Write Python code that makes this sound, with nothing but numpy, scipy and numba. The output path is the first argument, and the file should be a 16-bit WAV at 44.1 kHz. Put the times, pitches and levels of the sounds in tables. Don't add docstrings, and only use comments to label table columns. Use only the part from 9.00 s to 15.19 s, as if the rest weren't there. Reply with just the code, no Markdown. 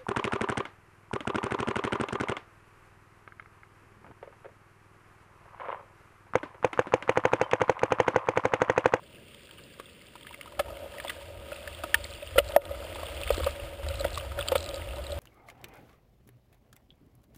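import sys
import numpy as np
from scipy import signal
from scipy.fft import rfft, irfft, next_fast_len
from scipy.io import wavfile
from scipy.ndimage import uniform_filter1d
from numba import njit

SR = 44100
rng = np.random.default_rng(int(sys.argv[2]) if len(sys.argv) > 2 else 0)


def nominal_scale(level):
    x = np.asarray(level, float) / 20
    return 10 ** x


def materialize(psi):
    bounded = np.clip(np.atleast_2d(psi).T, -1, 1)
    quanta = np.round(bounded * 32767).astype(np.int16)
    wavfile.write(sys.argv[1], SR, quanta)


N = 272979
T = np.arange(N) / SR


def level(x, db):
    return x * nominal_scale(db) / np.sqrt(np.mean(x ** 2))


def ring(x, modes):
    out = 0
    for hz, width_hz, db in modes:
        b, a = signal.iirpeak(hz, hz / width_hz, fs=SR)
        out = out + nominal_scale(db) * signal.lfilter(b, a, x)
    return out


def colour(x, spectrum):
    hz, db = np.transpose(spectrum)
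    size = next_fast_len(N)
    bins_hz = np.arange(size // 2 + 1) * SR / size + 1
    gain = nominal_scale(np.interp(np.log(bins_hz), np.log(hz), db))
    return irfft(rfft(x, size) * gain, size)[:N]


def walk(rate):
    k = int(SR / rate)
    held = np.repeat(rng.standard_normal(N // k + 1), k)
    return 1.3 * uniform_filter1d(uniform_filter1d(held, k), k)[:N]


def grains(rate, scatter_db, tail_s):
    strength = nominal_scale(np.minimum(scatter_db * rng.exponential(size=N), 24))
    starts = (rng.random(N) < rate / SR) * strength
    envelope = signal.lfilter([1], [1, -np.exp(-1 / (tail_s * SR))], starts)
    return rng.standard_normal(N) * envelope


def add(out, s, sound):
    i = int(s * SR)
    out[i:i + len(sound)] += sound[:N - i]


def fade(t, swell_ms, t60, press_ms=0.):
    swell_s = max(swell_ms, .2) / 1000
    free_s = np.maximum(t - swell_s - press_ms / 1000, 0)
    swell = np.sin(np.pi / 2 * np.minimum(t / swell_s, 1)) ** 2
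    return swell * 1000 ** (-free_s / t60)


# (frequency [Hz], relative level [dB])
AIR_SPECTRUM = [(15, -51), (25, -14), (108, 0), (179, -2.5), (523, -5), (826, -23), (2310, -39),
                (2770, -10), (4090, -71), (4910, -43), (5900, -40), (7670, -65), (13000, -120)]


def air():
    flutter = nominal_scale(1.5 * walk(9.1))
    return level(colour(rng.standard_normal(N) * flutter, AIR_SPECTRUM), -57)


# (frequency [Hz], width [Hz], relative level [dB])
MOUNT_MODES = [(66.7, 21.6, 18.5), (78.8, 4.5, 14)]


def mount(db):
    push = rng.standard_normal(N) * nominal_scale(1.26 * walk(12))
    bounce = ring(push, MOUNT_MODES)
    rubber_pad = signal.butter(4, 100., fs=SR, output="sos")
    return nominal_scale(db) * level(signal.sosfilt(rubber_pad, bounce), 0)


# (frequency [Hz], width [Hz], relative level [dB])
HOUSING_MODES = [(344, 22.3, -0.5), (471, 21, -7.5), (565, 37, 9.5), (630, 45, -4.5), (688, 15, -12),
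                 (927, 28, -7.5), (1242, 58, -5.5), (1422, 30, -14)]


def housing(db):
    buzz = level(rng.standard_normal(N), -1.2)
    shell = np.zeros(N)
    for mode in HOUSING_MODES:
        jolts = level(grains(90, 0.9, 0.0023), -1.2)
        shell += ring(buzz + jolts, [mode])
    return nominal_scale(db) * level(shell, 2.6)


# (frequency [Hz], relative level [dB])
GRAVEL_SPECTRUM = [(470, -11), (800, -54), (930, -8), (1030, -9), (1260, -5.5), (1680, -5.5), (2760, 0),
                   (3310, 0), (4050, -9.5), (4870, -9), (5900, -18), (7670, -66), (13000, -120)]


def gravel(db):
    stones = np.zeros(N)
    for hz in 950 * 1.3 ** np.arange(7):
        clicks = ring(grains(130, 4.2, 0.002), [(hz, hz / 7, 0)])
        stones += np.sqrt(hz) * level(clicks, -46.5)
    grit = level(grains(200, 3.7, 0.0018), -9.5)
    hiss = level(rng.standard_normal(N) * nominal_scale(0.24 * walk(25.4)), 0.87)
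    return nominal_scale(db) * level(colour(stones + grit + hiss, GRAVEL_SPECTRUM), 3.44)


STRAY_PITCHES = [920, 1250, 1322, 3100]


def stray_ticks(shake_db):
    per_s, above_shake_db, scatter_db, mean_swell_ms = 16, 2.5, 2.5, 1.7
    when, pick, size, length = rng.random((int(per_s * N / SR), 4)).T
    db = shake_db[(when * N).astype(int)] + above_shake_db - scatter_db * np.log(1 - size)
    hz = np.array(STRAY_PITCHES)[(pick * len(STRAY_PITCHES)).astype(int)]
    return list(zip(when * N / SR, db, hz, 2 * mean_swell_ms * length))


# (time [s], strength before the part gains below [dB], pitch [Hz], swell [ms])
TICK_EVENTS = [(0.3447, -36, 3160, 1.4), (0.5102, -38, 3160, 1.1), (0.5818, -41, 2970, 2.3),
               (0.7976, -32.5, 1146, 1), (1.1545, -35.5, 974, 0.5), (1.2096, -39.5, 3140, .8),
               (1.2683, -33.5, 1730, 0.47), (1.3087, -39, 960, .9), (1.331, -40, 1710, .7),
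               (1.3429, -32, 2120, 1.6), (1.4111, -29, 2210, 0.41), (1.4308, -38, 2920, .6),
               (1.4586, -38, 980, 0.64), (1.4729, -41, 1260, 5), (1.5197, -41, 1000, 3.9),
               (1.5918, -21.5, 1284, 6.2), (1.5921, -21.5, 770, 1.1), (1.6821, -37.5, 920, 1),
               (1.7698, -37, 2169, .5), (1.9827, -32.5, 1890, 1.4), (1.9994, -27.5, 1740, 1.4),
               (2.0481, -32.5, 930, 1), (2.076, -29, 3430, 8.4), (2.0927, -22.5, 1970, 6.8),
               (2.1018, -25, 1680, 0.66), (2.5166, -35.1, 1427, 1.7), (2.527, -35, 2590, 3.8),
               (2.5617, -34, 2700, 1.1), (2.675, -26.5, 1740, 1), (2.835, -24, 1260, 2.9),
               (2.943, -6.5, 1790, 0.89), (3.227, -33.5, 2620, 1.0), (3.358, -35, 1250, 5.5),
               (3.3753, -16.5, 1367, 10.5), (3.3808, -14.5, 1950, 1.9), (3.3865, -4, 2920, 2.8),
               (3.5067, -36, 895, 0.85), (3.6182, -39, 2100, 1.3), (3.653, -32.5, 3460, 0.71),
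               (3.957, -31, 930, 0.8), (3.9937, -34, 930, 1.2), (4.031, -30.5, 1110, .8),
               (4.0667, -35.5, 2955, 0.9), (4.2142, -28, 3470, 0.59), (4.2762, -26.5, 2210, 0.62),
               (4.2913, -34, 3140, 1.8), (4.3015, -27, 1237, 7.6), (4.3426, -32.5, 1216, 3),
               (4.383, -34, 3200, 1.3), (4.3965, -31, 1150, 3), (4.4332, -28, 1110, 1.2),
               (4.443, -26, 4020, 1.6), (4.462, -29, 2573, 3.3), (4.4718, -26, 1174, 2),
               (4.8317, -34, 1300, 2.6), (4.863, -38, 1330, 2.2), (4.8859, -26.5, 3930, 1.3),
               (4.994, -32, 4050, 5.7), (5.0425, -25.5, 1436, 3.5), (5.1735, -25.5, 1150, 3.3),
               (5.208, -34, 1250, 2.2), (5.3162, -32.5, 1320, 2.2), (5.3871, -25, 1420, 4.3),
               (5.4112, -30.5, 1210, 1.8), (5.4765, -28, 3989, 1.6), (5.4845, -14.5, 3140, 0.95),
               (5.5148, -24.5, 867, 8.1), (5.5498, -26.5, 926, 6.4), (5.5536, -16, 920, 1.7),
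               (5.6606, -31, 3920, 1.5), (5.7427, -28, 3900, 1.3), (5.9296, -38.5, 1288, 5.5),
               (6.0633, -33.5, 3950, 5)]


def ticks(rows):
    out, cracks, t = np.zeros(N), np.zeros(N), T[:SR // 8]
    neighbours = rng.uniform(0.92, 1.451, len(rows))
    for (s, db, hz, swell_ms), near in zip(rows, neighbours):
        t60 = 0.033 * (hz / 1000) ** -0.94
        neighbour_hz = min(near * hz, 4800)
        ping = np.sin(2 * np.pi * hz * t) + nominal_scale(-6) * np.sin(2 * np.pi * neighbour_hz * t)
        add(out, s, nominal_scale(db - 2.5) * fade(t, swell_ms, t60) * ping)
        add(cracks, s, nominal_scale(db) * fade(t, swell_ms, 1.36 * t60) * rng.standard_normal(len(t)))
    dry_cracks = nominal_scale(1.0) * colour(cracks, GRAVEL_SPECTRUM)
    shell = nominal_scale(10.0) * ring(cracks, HOUSING_MODES[5:])
    return out + dry_cracks + shell


# (time [s], peak of the tone before the shell adds to it [dB], pitch [Hz], swell [ms], contact [ms])
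KNOCK_EVENTS = [(0.7975, -36, 410, 1.6, 1), (1.5969, -22, 579, 0.78, 10.2), (2.0477, -27.5, 673, 2.7, 0.76),
                (2.518, -30.5, 565, 1.3, 7.2), (2.6381, -35.5, 582, 2, 5), (2.836, -25.5, 665, 4.6, 0.37),
                (3.2212, -36, 584, 2.6, 12), (3.3576, -26.5, 527, 1.2, 18), (3.3816, -9, 540, 2, 6.6),
                (3.3941, -16.5, 572, 6.7, 2.7), (3.491, -34, 576, 4.8, 9), (3.5616, -6.5, 630, 2.63, 3.7),
                (3.7083, -31.5, 565, 3.6, 5.6), (4.0303, -30.5, 634, 1.9, 3.6),
                (4.3023, -16, 513, 3.8, 3.1), (4.379, -25, 398, 1.8, 1.7), (4.3958, -27, 533, 9.4, 4.6),
                (4.4601, -21, 537, 8.7, 3.7), (4.9001, -35.5, 552, 7.8, 13), (5.0035, -32, 576, 1.9, 8.9),
                (5.0465, -19, 630, 5.2, 0.95), (5.37, -32, 544.4, 12.5, 13), (5.5179, -18, 533, 2.2, 9.7),
                (5.554, -16.5, 538, 1.5, 6.3), (5.7322, -35, 533, 3, 13), (5.9797, -34.5, 580, 4.4, 13),
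                (6.1195, -35, 575, 5.3, 9)]


def knocks():
    tones, jolts, t = np.zeros(N), np.zeros(N), T[:SR // 4]
    for s, db, hz, swell_ms, press_ms in KNOCK_EVENTS:
        envelope = fade(t, swell_ms, 0.013, press_ms)
        add(tones, s, nominal_scale(db) * envelope * np.sin(2 * np.pi * hz * t))
        add(jolts, s, nominal_scale(db) * fade(t, swell_ms, 0.01) * rng.standard_normal(len(t)))
    return tones + ring(nominal_scale(-14) * tones + nominal_scale(12.5) * jolts, HOUSING_MODES)


# (start time [s], end time [s], gain [dB])
BUZZ_SPELLS = [(3.03, 3.05, -47), (3.11, 3.14, -42), (3.43, 3.492, -51), (4.08, 4.17, -54.5),
               (4.31, 4.402, -46.5), (4.473, 4.533, -46), (4.9, 5.016, -53), (5.105, 5.204, -45),
               (5.568, 5.7, -46), (5.74, 5.77, -49), (5.96, 5.986, -48), (6.103, 6.155, -46.5)]


def loose_part(bounce):
    swing = np.sqrt(uniform_filter1d(bounce ** 2, size=SR // 20)) + 1e-9
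    dip = np.tanh(np.maximum(-bounce / swing - .6, 0) / 0.31)
    rattle = dip * grains(550, 1.3, 0.0012)
    buzz = level(ring(rattle, [(4000, 600, 0)]), 0)
    gain = sum(nominal_scale(db) * ((T > start) & (T < end)) for start, end, db in BUZZ_SPELLS)
    return buzz * gain


# (time [s], mount bounce level [dB], housing drone level [dB], gravel level [dB])
RIDE_LEVELS = [(0.0, -65.5, -62.5, -62.5), (.35, -65, -67, -58.5), (1.26, -68, -67.5, -60),
               (1.5, -59, -54.5, -60), (1.69, -47.5, -46.5, -60), (2.12, -56, -51, -52),
               (2.39, -47.5, -50.5, -59), (2.5, -56, -49, -52.5), (3.08, -44, -50, -51.5),
               (3.24, -50, -53, -53), (3.41, -30.5, -48, -50.5), (3.55, -45, -44.5, -52),
               (3.59, -50, -48, -69), (3.7, -46, -45.5, -54), (3.87, -44.5, -44.5, -50.5),
               (4.27, -38, -44, -48), (4.34, -30, -40, -45), (4.39, -38, -43, -48.5),
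               (4.45, -28.5, -45, -46.5), (4.59, -53, -45.5, -52.5), (4.64, -34.5, -43.5, -51),
               (4.79, -49, -49.5, -55), (4.87, -34, -45, -51.5), (5.02, -36, -43, -49),
               (5.33, -40, -45, -54), (5.4, -33, -41, -50.5), (5.46, -41.5, -42.5, -51),
               (6.02, -38.5, -46, -54), (6.19, -39, -42, -51.5)]


def scene():
    s, *columns = np.transpose(RIDE_LEVELS)
    mount_db, housing_db, gravel_db = (np.interp(T, s, column) for column in columns)
    bounce = mount(mount_db)
    steady = air() + bounce + housing(housing_db) + gravel(gravel_db)
    hits = ticks(TICK_EVENTS + stray_ticks(housing_db)) + knocks()
    return (steady + hits + loose_part(bounce))[None]


@njit
def duck(x, top, attack, release):
    y, e = np.empty(len(x)), 0.
    for i in range(len(x)):
        e += (abs(x[i]) - e) * (attack if abs(x[i]) > e else release)
        y[i] = x[i] * min(1., top / (e + 1e-9))
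    return y


def band_limit(x):
    return signal.sosfilt(signal.butter(12, 16340, fs=SR, output="sos"), x)


def record(dry):
    ducked = duck(dry[0], 0.067, 1 / (0.019 * SR), 1 / (.06 * SR))
    slow = signal.resample_poly(ducked, 40, 147)
    clipped = np.clip(slow, -0.47, 0.47)
    held = np.repeat(clipped, 4)
    x = signal.resample_poly(held, 147, 160)[:N]
    x = np.pad(x, (0, N - len(x)))
    top_cut = signal.ellip(8, .2, 50, 15300, fs=SR, output="sos")
    mix = signal.sosfilt(top_cut, x)[None]
    return band_limit(mix)


dry = scene()
out = record(dry)
materialize(out)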